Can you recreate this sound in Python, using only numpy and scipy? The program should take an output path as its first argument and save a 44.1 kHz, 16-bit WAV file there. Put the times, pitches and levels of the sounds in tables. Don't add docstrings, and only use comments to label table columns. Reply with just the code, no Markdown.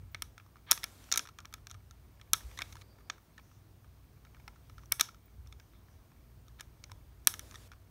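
import sys
import numpy as np
from scipy import signal
from scipy.fft import rfft, irfft, next_fast_len
from scipy.io import wavfile
from scipy.ndimage import uniform_filter1d, map_coordinates

SR = 44100
rng = np.random.default_rng(int(sys.argv[2]) if len(sys.argv) > 2 else 0)


def how_loud(loudness_db):
    steps = np.asarray(loudness_db, float) / 20
    return 10 ** steps


def put_to_file(sound):
    columns = np.atleast_2d(sound).T
    safe = np.clip(columns, -1, 1)
    whole_steps = np.round(safe * 32767)
    wavfile.write(sys.argv[1], SR, whole_steps.astype(np.int16))


N = 348387
TIME = np.arange(N) / SR
BURST = 2048
AIR_TOP_HZ = 15750

# f/Hz, width/Hz, level/dB
SHELL = [(706, 120, -13), (982, 26, -11), (1320, 130, 3), (1693, 310, -1.5), (2246, 240, 3)]
# f/Hz, width/Hz, level/dB
PANEL = [(3380, 440, 4), (3660, 130, -0.5), (4100, 400, -2.5)]
# f/Hz, width/Hz, level/dB
RIM = [(5560, 380, 1.5), (6240, 250, -4.5), (6760, 220, -11.5)]
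# f/Hz, width/Hz, level/dB
SCREW = [(7900, 430, -7.5), (8630, 440, 0.5), (9460, 700, -2.5), (11240, 900, -3.5), (12640, 550, -11),
         (15300, 900, -13)]


def unit(x):
    return x / np.sqrt(np.mean(x ** 2) + 1e-20)


def along(points, hz):
    f, value = np.transpose(points)
    return np.interp(np.log(hz + 1), np.log(f + 1), value)


def wobble(rate):
    knots = rng.standard_normal(int(N * rate / SR) + 4)
    return map_coordinates(knots, [TIME * rate])


def filtered(x, response):
    m = next_fast_len(N + 8192)
    return irfft(rfft(x, m) * response(np.fft.rfftfreq(m, 1 / SR)), m)[:N]


def mode(f, hz, width):
    return 1j * f * width / (hz * hz - f * f + 1j * f * width)


def span(start, end, edge):
    return np.clip(np.minimum(TIME - start, end - TIME) / edge, 0, 1)


def air(spectrum, patchy_db):
    z = signal.stft(rng.standard_normal(N + 512), nperseg=512)[2]
    patches = uniform_filter1d(rng.standard_normal(z.shape), 6, 0)
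    patches = uniform_filter1d(patches, 10, 1)
    x = signal.istft(z * how_loud(patchy_db * unit(patches)), nperseg=512)[1][:N]
    return unit(filtered(x, lambda hz: how_loud(along(spectrum, hz))))


def hum():
    # f/Hz, level/dB
    hum_lines = [(59, -60), (96, -61.5), (119.5, -65.5), (141, -71.5)]
    # t/s, level/dB
    rumble = [(0.0, -52), (0.11, -58), (0.55, -62.5), (2.7, -58), (3.25, -67), (3.41, -62.5), (4.97, -58.5),
              (5.28, -66.5), (5.39, -55.5), (5.74, -61.5), (7.48, -58), (7.9, -61)]
    low_air = [(20, -38), (40, -3), (60, -1.5), (80, -2.0), (100, -32.5), (200, -91.5)]
    upper_air = [(60, -42.5), (85, 3), (130, -5.5), (160, -13.0), (220, -51.5), (400, -92.5)]
    upper_db = -0.5
    lines = []
    for hz, db in hum_lines:
        cycles = hz * TIME + .15 * wobble(5)
        lines.append(how_loud(db + 2.5 * wobble(5)) * np.sin(2 * np.pi * cycles))
    low = unit(unit(lines[0]) + 0.95 * air(low_air, patchy_db=1.0))
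    upper = unit(unit(sum(lines[1:])) + .7 * air(upper_air, patchy_db=3))
    s, level_db = np.transpose(rumble)
    return how_loud(np.interp(TIME, s, level_db)) * (low + how_loud(upper_db) * upper)


def background():
    # f/Hz, density/dB per Hz
    quiet_air = [(94, -31), (160, -0.5), (173, -3), (351, -8), (600, -15.5), (636, -12), (864, -16),
                 (1050, -15), (1480, -19.5), (2480, -24), (7680, -27), (15600, -25)]
    # f/Hz, density/dB per Hz
    full_air = [(120, -32), (200, 1.5), (386, -2.5), (799, -7.5), (1010, -7.5), (1330, -9.5), (5830, -11.5),
                (7660, -13), (15600, -17.5)]
    # f/Hz, width/Hz, gain/dB (negative is a dip)
    humps_and_dips = [(7560, 790, -3.5), (9003, 170, 3), (10800, 1400, -6), (12970, 200, 2.5)]
    loudest = [
        .712,
        2.334,
        7.272,
    ]
    # start/s, end/s, level/dB
    linger = [
        (1.123, 1.251, -58),
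        (2.744, 2.83, -64.5),
    ]
    quiet_db, hold_s, open_db = -66, .41, -62

    def uneven_gain(f):
        return how_loud(sum(db * np.exp(-((f - hz) / w) ** 2) for hz, w, db in humps_and_dips))

    quiet = filtered(air(list(quiet_air) + [(20000, -26.5)], patchy_db=0.8), uneven_gain)
    quiet = how_loud(quiet_db + 0.27 * wobble(2.1)) * quiet
    openings = list(linger) + [(s, s + hold_s, open_db) for s in loudest]
    released = sum(how_loud(db) * span(start, end, 0.0054) for start, end, db in openings)
    full = air(list(full_air) + [(20000, -19)], patchy_db=1.5)
    return filtered(quiet + released * full, lambda f: f < AIR_TOP_HZ)


def creep():
    slipping = rng.random(N) < 70 / SR * how_loud(6 * wobble(4))
    slips = slipping * rng.standard_normal(N) * how_loud(3 * rng.exponential(size=N))
    ticks = filtered(slips, lambda f: sum(how_loud(db) * mode(f, hz, w) ** 2 for hz, w, db in SHELL))
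    return how_loud(-85.0) * unit(ticks)


def squeaks():
    # start/s, end/s, f/Hz, level/dB
    squeak_rows = [
        (.108, .146, 15000, -73),
        (5.22, 5.275, 15000, -77),
    ]
    out = np.zeros(N)
    for start, end, hz, db in squeak_rows:
        line = np.sin(2 * np.pi * (hz * TIME + 0.63 * wobble(250)))
        out += how_loud(db + 9 * wobble(120)) * span(start, end, .008) * line
    return out


def contacts():
    # t/s, shell/dB, rim/dB, screw/dB, chatter/ms
    clicks = [(0.2211, -33, -31, -31, 4), (0.713, -25, -12.5, -12, 1.5), (0.7184, -20.5, -15.5, -17.5, 1.7),
              (0.7282, -32.5, -34.5, -31, 3.4), (0.7757, -37.5, -40.5, -50.5, 3.8),
              (0.8407, -30.5, -29, -31.5, 3), (1.1162, -32, -25.5, -40, 3.7),
              (1.1241, -29, -16.5, -28, 2.2), (1.1389, -33, -25.5, -49, 4.6), (1.1592, -31, -30, -33, 1.9),
              (1.1745, -26.5, -19, -21.5, 5.4), (1.1934, -33.5, -29, -42, 1.9),
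              (1.5393, -38, -39, -41, 2.7), (1.7129, -46, -41, -48.5, 1.1),
              (2.3337, -21, -14.5, -14.5, 1.1), (3.0987, -28, -32, -49.5, 4.8),
              (4.9221, -31, -20.5, -16.5, 0.7), (4.996, -27.5, -27, -32.5, 5.9),
              (5.0098, -21, -14, -18.5, 3.3), (6.6075, -40.5, -40, -43, 4.3),
              (6.8392, -45.5, -42.5, -51, 4.2), (7.2724, -20, -13.5, -9.5, 0.6),
              (7.3396, -38, -37.5, -43.5, 2.4), (7.3939, -42, -38, -38, 1.7)]
    # t/s, shell/dB, rim/dB
    tips = [(1.0406, -59, -53.5), (1.2729, -46, -49.5), (1.4031, -58, -51), (1.4543, -45, -45.5),
            (1.6696, -44.5, -42.5), (1.6979, -57.5, -49), (1.7053, -50, -51), (1.91, -51, -50.5),
            (2.7248, -53, -48.5), (2.7279, -49.5, -50), (4.8576, -75, -54.5), (5.4721, -62, -54),
            (5.5987, -56, -54.5), (7.2491, -74, -60), (7.5117, -51, -49)]
    # t/s, shell/dB, note of the struck spot f/Hz, edge/dB, chatter/ms
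    knocks = [(0.1459, -31.5, 2220, -39.5, 3.8), (0.1492, -40, 1910, -59, 5.8),
              (0.3789, -43.5, 1270, -52.5, 4.6), (0.7086, -28, 1550, -40, 2.5),
              (0.833, -35.5, 2100, -38.5, 2.6), (1.1443, -37, 1370, -42, 2.8),
              (1.1496, -37, 1650, -49, 4.2), (1.1961, -37, 1610, -53, 5.5),
              (1.2879, -43.5, 1320, -51.5, 6.8), (1.3867, -39.5, 1390, -46, 3.1),
              (2.3423, -33, 1290, -50, 6.8), (2.5736, -41.5, 1920, -44.5, 10),
              (2.5894, -32, 2090, -36.5, 1.87), (2.6058, -40, 1870, -48, 3.9),
              (2.6122, -38, 1620, -54, 1.8), (2.6191, -28.5, 2240, -33, 3.9), (2.7549, -45, 1000, -54, 2.1),
              (3.3793, -43.5, 1730, -54.5, 4.86), (4.4787, -38.5, 960, -48.5, 3.1),
              (4.9186, -26.5, 2290, -58, 0.9), (5.0876, -41.5, 1354, -54, 4.8),
              (6.5969, -43.5, 1710, -51, 3.9), (6.9172, -43.5, 998, -47.5, 2.5),
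              (7.5557, -44, 1820, -45.5, 5.5)]
    # t/s, shell/dB, note f/Hz, edge/dB
    nail_taps = [(0.3983, -49, 2170, -67), (0.557, -49.5, 1180, -70.5), (1.1642, -42, 1320, -51),
                 (1.2534, -45.5, 1310, -54), (1.2593, -47, 1340, -58), (1.4485, -44.5, 1300, -68),
                 (1.5262, -48.5, 1320, -53.5), (1.7433, -51, 1340, -56), (1.7478, -49.5, 1210, -65),
                 (2.2131, -50, 2240, -52), (2.4061, -49, 1790, -67), (2.5132, -51.5, 1280, -60),
                 (2.597, -45, 1340, -62), (2.7676, -47, 1350, -55), (2.813, -56, 2230, -57),
                 (2.8173, -50, 2260, -53), (3.3912, -50.5, 1010, -79), (3.3959, -52, 2330, -65),
                 (4.2495, -52, 1360, -59.5), (4.6964, -49.5, 1280, -59), (4.781, -44.5, 1370, -56.5),
                 (4.8342, -53, 1160, -63.5), (5.1446, -51, 1350, -61), (5.5248, -48.5, 2200, -51),
                 (6.4818, -56, 1310, -57.5), (6.897, -51.5, 1270, -65), (7.3438, -46, 1650, -62),
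                 (7.5423, -44.5, 1310, -53), (7.5485, -51, 1810, -52), (7.7169, -45, 1380, -54.5)]
    # t/s, shell/dB, note f/Hz
    touches = [(0.2296, -57, 1270), (0.4064, -60, 1350), (0.4627, -56, 1200), (0.5666, -53.5, 1290),
               (1.0884, -52, 1420), (1.3924, -51, 1310), (1.4059, -53, 1280), (1.5485, -54, 1310),
               (1.5802, -56, 1340), (2.1968, -55, 1770), (2.9852, -56, 1160), (3.0052, -56, 1240),
               (3.1347, -58.5, 1500), (3.1806, -52.5, 1220), (3.5143, -56.5, 1220), (3.8439, -56.5, 1350),
               (4.3457, -52, 1710), (4.3665, -56, 1360), (4.3984, -54, 990), (4.5589, -54.5, 1320),
               (4.7922, -55, 1670), (5.4604, -59, 1210), (5.6014, -54.5, 1600), (5.7345, -60, 1350),
               (5.8831, -59.5, 1720), (6.1171, -57, 970), (6.9118, -57.5, 960), (7.5208, -50, 1170),
               (7.723, -51, 1270), (7.7321, -51, 1280)]
    tip_ms, tick_ms, touch_ms = 2.8, 4.2, 5.5
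    tip_screw_db, knock_screw_db = -8, -6.5
    touch_edge_db = -13.5
    panel_under_db = -2
    spot_gain = 3.4
    panel_db, panel_db_per_octave = 0.1, 3
    main_hz = SHELL[2][0]

    metal = list(clicks)
    metal += [(s, shell, rim, rim + tip_screw_db, tip_ms) for s, shell, rim in tips]
    plastic = list(knocks)
    plastic += [(s, shell, hz, edge, tick_ms) for s, shell, hz, edge in nail_taps]
    plastic += [(s, shell, hz, shell + touch_edge_db, touch_ms) for s, shell, hz in touches]
    rows = []
    for s, shell, rim, screw, ms in metal:
        rows.append((s, shell, main_hz, 0, (shell + rim) / 2 + panel_under_db, rim, screw, ms))
    for s, shell, hz, edge, ms in plastic:
        lean_db = panel_db + panel_db_per_octave * np.log2(hz / main_hz)
        rim = edge - lean_db
        rows.append((s, shell, hz, spot_gain, edge + lean_db, rim, rim + knock_screw_db, ms))
    return np.array(rows)


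def chatter(ms):
    t = np.arange(BURST) / SR
    draw = rng.standard_normal((len(ms), 2, BURST))
    life = np.clip(0.88 * ms - 1.1, .25, 9) / 1000
    grit = draw[:, 0] * how_loud(6.3 * draw[:, 1])
    grit = grit * (1 - np.exp(-t / (0.091 * life))) * (t < BURST / SR / 2)
    blow = 1.7 * (np.arange(BURST) == np.round(8 + .25 * life * SR))
    force = blow + grit * how_loud(-12 * t / life)
    trail = grit * how_loud(-60 * t / 0.027)
    return force, trail


def ringing(force, modes, scatter_db, detune, snap, spot_hz=1000, spot=0):
    f = np.fft.rfftfreq(BURST, 1 / SR)
    chance = rng.standard_normal((len(force), 2 * len(modes)))
    response = snap + spot * mode(f, spot_hz, 150)
    for k, (hz, width, db) in enumerate(modes):
        centre = hz * (1 + detune * chance[:, [2 * k]])
        strength = how_loud(db + scatter_db * chance[:, [2 * k + 1]])
        response = response + strength * mode(f, centre, width)
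    low, high = modes[0][0], modes[-1][0]
    skirt = mode(f, np.sqrt(low * high), 1.2 * (high - low) + modes[0][1])
    ring = irfft(rfft(force) * response * skirt ** 2, BURST)
    return ring / np.linalg.norm(ring, axis=1, keepdims=True) * np.sqrt(SR / 1000)


def taps(rows, force, trail, scatter_db, snap):
    # f/Hz, width/Hz, level under the shell/dB
    thud = (280, 220, -21.5)
    s, shell_db, spot_hz, spot, panel_db, rim_db, screw_db, ms = rows.T[:, :, None]
    hit = how_loud(shell_db + thud[2]) * ringing(force, [thud], 0, 0.21, 0)
    shell_force = force + how_loud(-8) * trail
    hit += how_loud(shell_db) * ringing(shell_force, SHELL, scatter_db, 0.021, 0.54 * snap, spot_hz, spot)
    small_parts = [(panel_db, PANEL, -20), (rim_db, RIM, -26), (screw_db, SCREW, -27)]
    for db, part, trail_db in small_parts:
        hit += how_loud(db) * ringing(force + how_loud(trail_db) * trail, part, scatter_db, 0.025, snap)
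    where = np.round(s * SR).astype(int) - 8 + np.arange(BURST)
    return np.bincount(where.ravel(), hit.ravel(), N + BURST)[:N]


def room(x):
    # f/Hz, t60/s
    decay = [(300, 0.7), (1500, .25), (6000, .22), (14000, 0.22)]
    hz, t, z = signal.stft(rng.standard_normal(SR // 2), SR, nperseg=256)
    fading = how_loud(-60 * t / along(decay, hz)[:, None])
    tail = signal.istft(z * fading, SR, nperseg=256)[1]
    tail = tail * (1 - 0.61 * np.exp(-np.arange(len(tail)) / SR / 0.0088))
    delayed = np.pad(x, (420, 0))
    wet = signal.fftconvolve(delayed, tail / np.linalg.norm(tail))[:N]
    return filtered(wet, lambda f: f < AIR_TOP_HZ)


def drags():
    # start/s, end/s, level at the end/dB, top f/Hz
    drag_rows = [
        (.665, .711, -46, 3500),
        (.824, .84, -50, 5000),
        (4.985, 4.996, -52, 4000),
        (5.002, 5.0115, -27, 9000),
        (6.585, 6.597, -55, 4000),
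    ]
    grit = rng.standard_normal(N) * how_loud(4.2 * rng.standard_normal(N))

    def all_parts(f):
        modes = SHELL + PANEL + RIM + SCREW
        return 0.28 * (f > 800) + sum(how_loud(db) * mode(f, hz, w) for hz, w, db in modes)

    out = np.zeros(N)
    for start, end, db, top_hz in drag_rows:
        to_go = np.clip((end - TIME) / (end - start), 0, 1)
        swell = how_loud(db - 17 * to_go) * span(start, end, .001)
        out += swell * unit(filtered(grit, lambda f: all_parts(f) / (1 + (f / top_hz) ** 4)))
    return out


def thumps():
    # t/s, f/Hz, level/dB
    bumps = [
        (2.445, 60.6, -38.5),
        (5.39, 76, -46.5),
        (3.4, 76, -57),
    ]
    width = .017
    out = np.zeros(N)
    for s, hz, db in bumps:
        swell = np.exp(-((TIME - s - width) / width) ** 2)
        out += how_loud(db) * swell * np.sin(2 * np.pi * hz * TIME)
    return out


def brushes():
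    # start/s, end/s, f/Hz, width/Hz, level/dB
    strokes = [
        (2.74, 3.2, 450, 500, -72),
        (2.76, 3.12, 4700, 500, -80),
        (3.38, 3.62, 6000, 1300, -79),
        (4.64, 4.88, 6000, 1300, -80),
        (5.58, 5.7, 5900, 1200, -79),
        (5.7, 5.84, 3600, 700, -79),
        (5.86, 6.0, 5900, 1200, -79),
        (6.75, 7.0, 450, 500, -74),
    ]
    out = np.zeros(N)
    for start, end, hz, w, db in strokes:
        band = unit(filtered(rng.standard_normal(N), lambda f: mode(f, hz, w) ** 2))
        out += how_loud(db + 2.2 * wobble(25)) * span(start, end, 0.056) * band
    return out


def scene():
    rows = contacts()
    force, trail = chatter(rows[:, 7:])
    near = taps(rows, force, trail, scatter_db=2.5, snap=.25)
    pulse = np.ones((len(rows), 1)) * (np.arange(BURST) == 0)
    all_round = taps(rows, pulse, 0, scatter_db=0.0, snap=0.67)
    rub = drags() + creep() + brushes()
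    answer = how_loud(-20.5) * room(all_round + rub)
    mix = near + rub + answer + squeaks() + hum() + thumps() + background()
    return mix[None]


def roll_off(x):
    return signal.sosfilt(signal.butter(12, 17120, fs=SR, output="sos"), x)


def record(dry):
    top_hz, slope_hz = 16950, 900
    clipped = np.clip(dry[0], -.99, .99)
    mix = filtered(clipped, lambda f: np.clip((top_hz - f) / slope_hz, 0, 1) ** 2)
    return roll_off(mix[None])


dry = scene()
out = record(dry)
put_to_file(out)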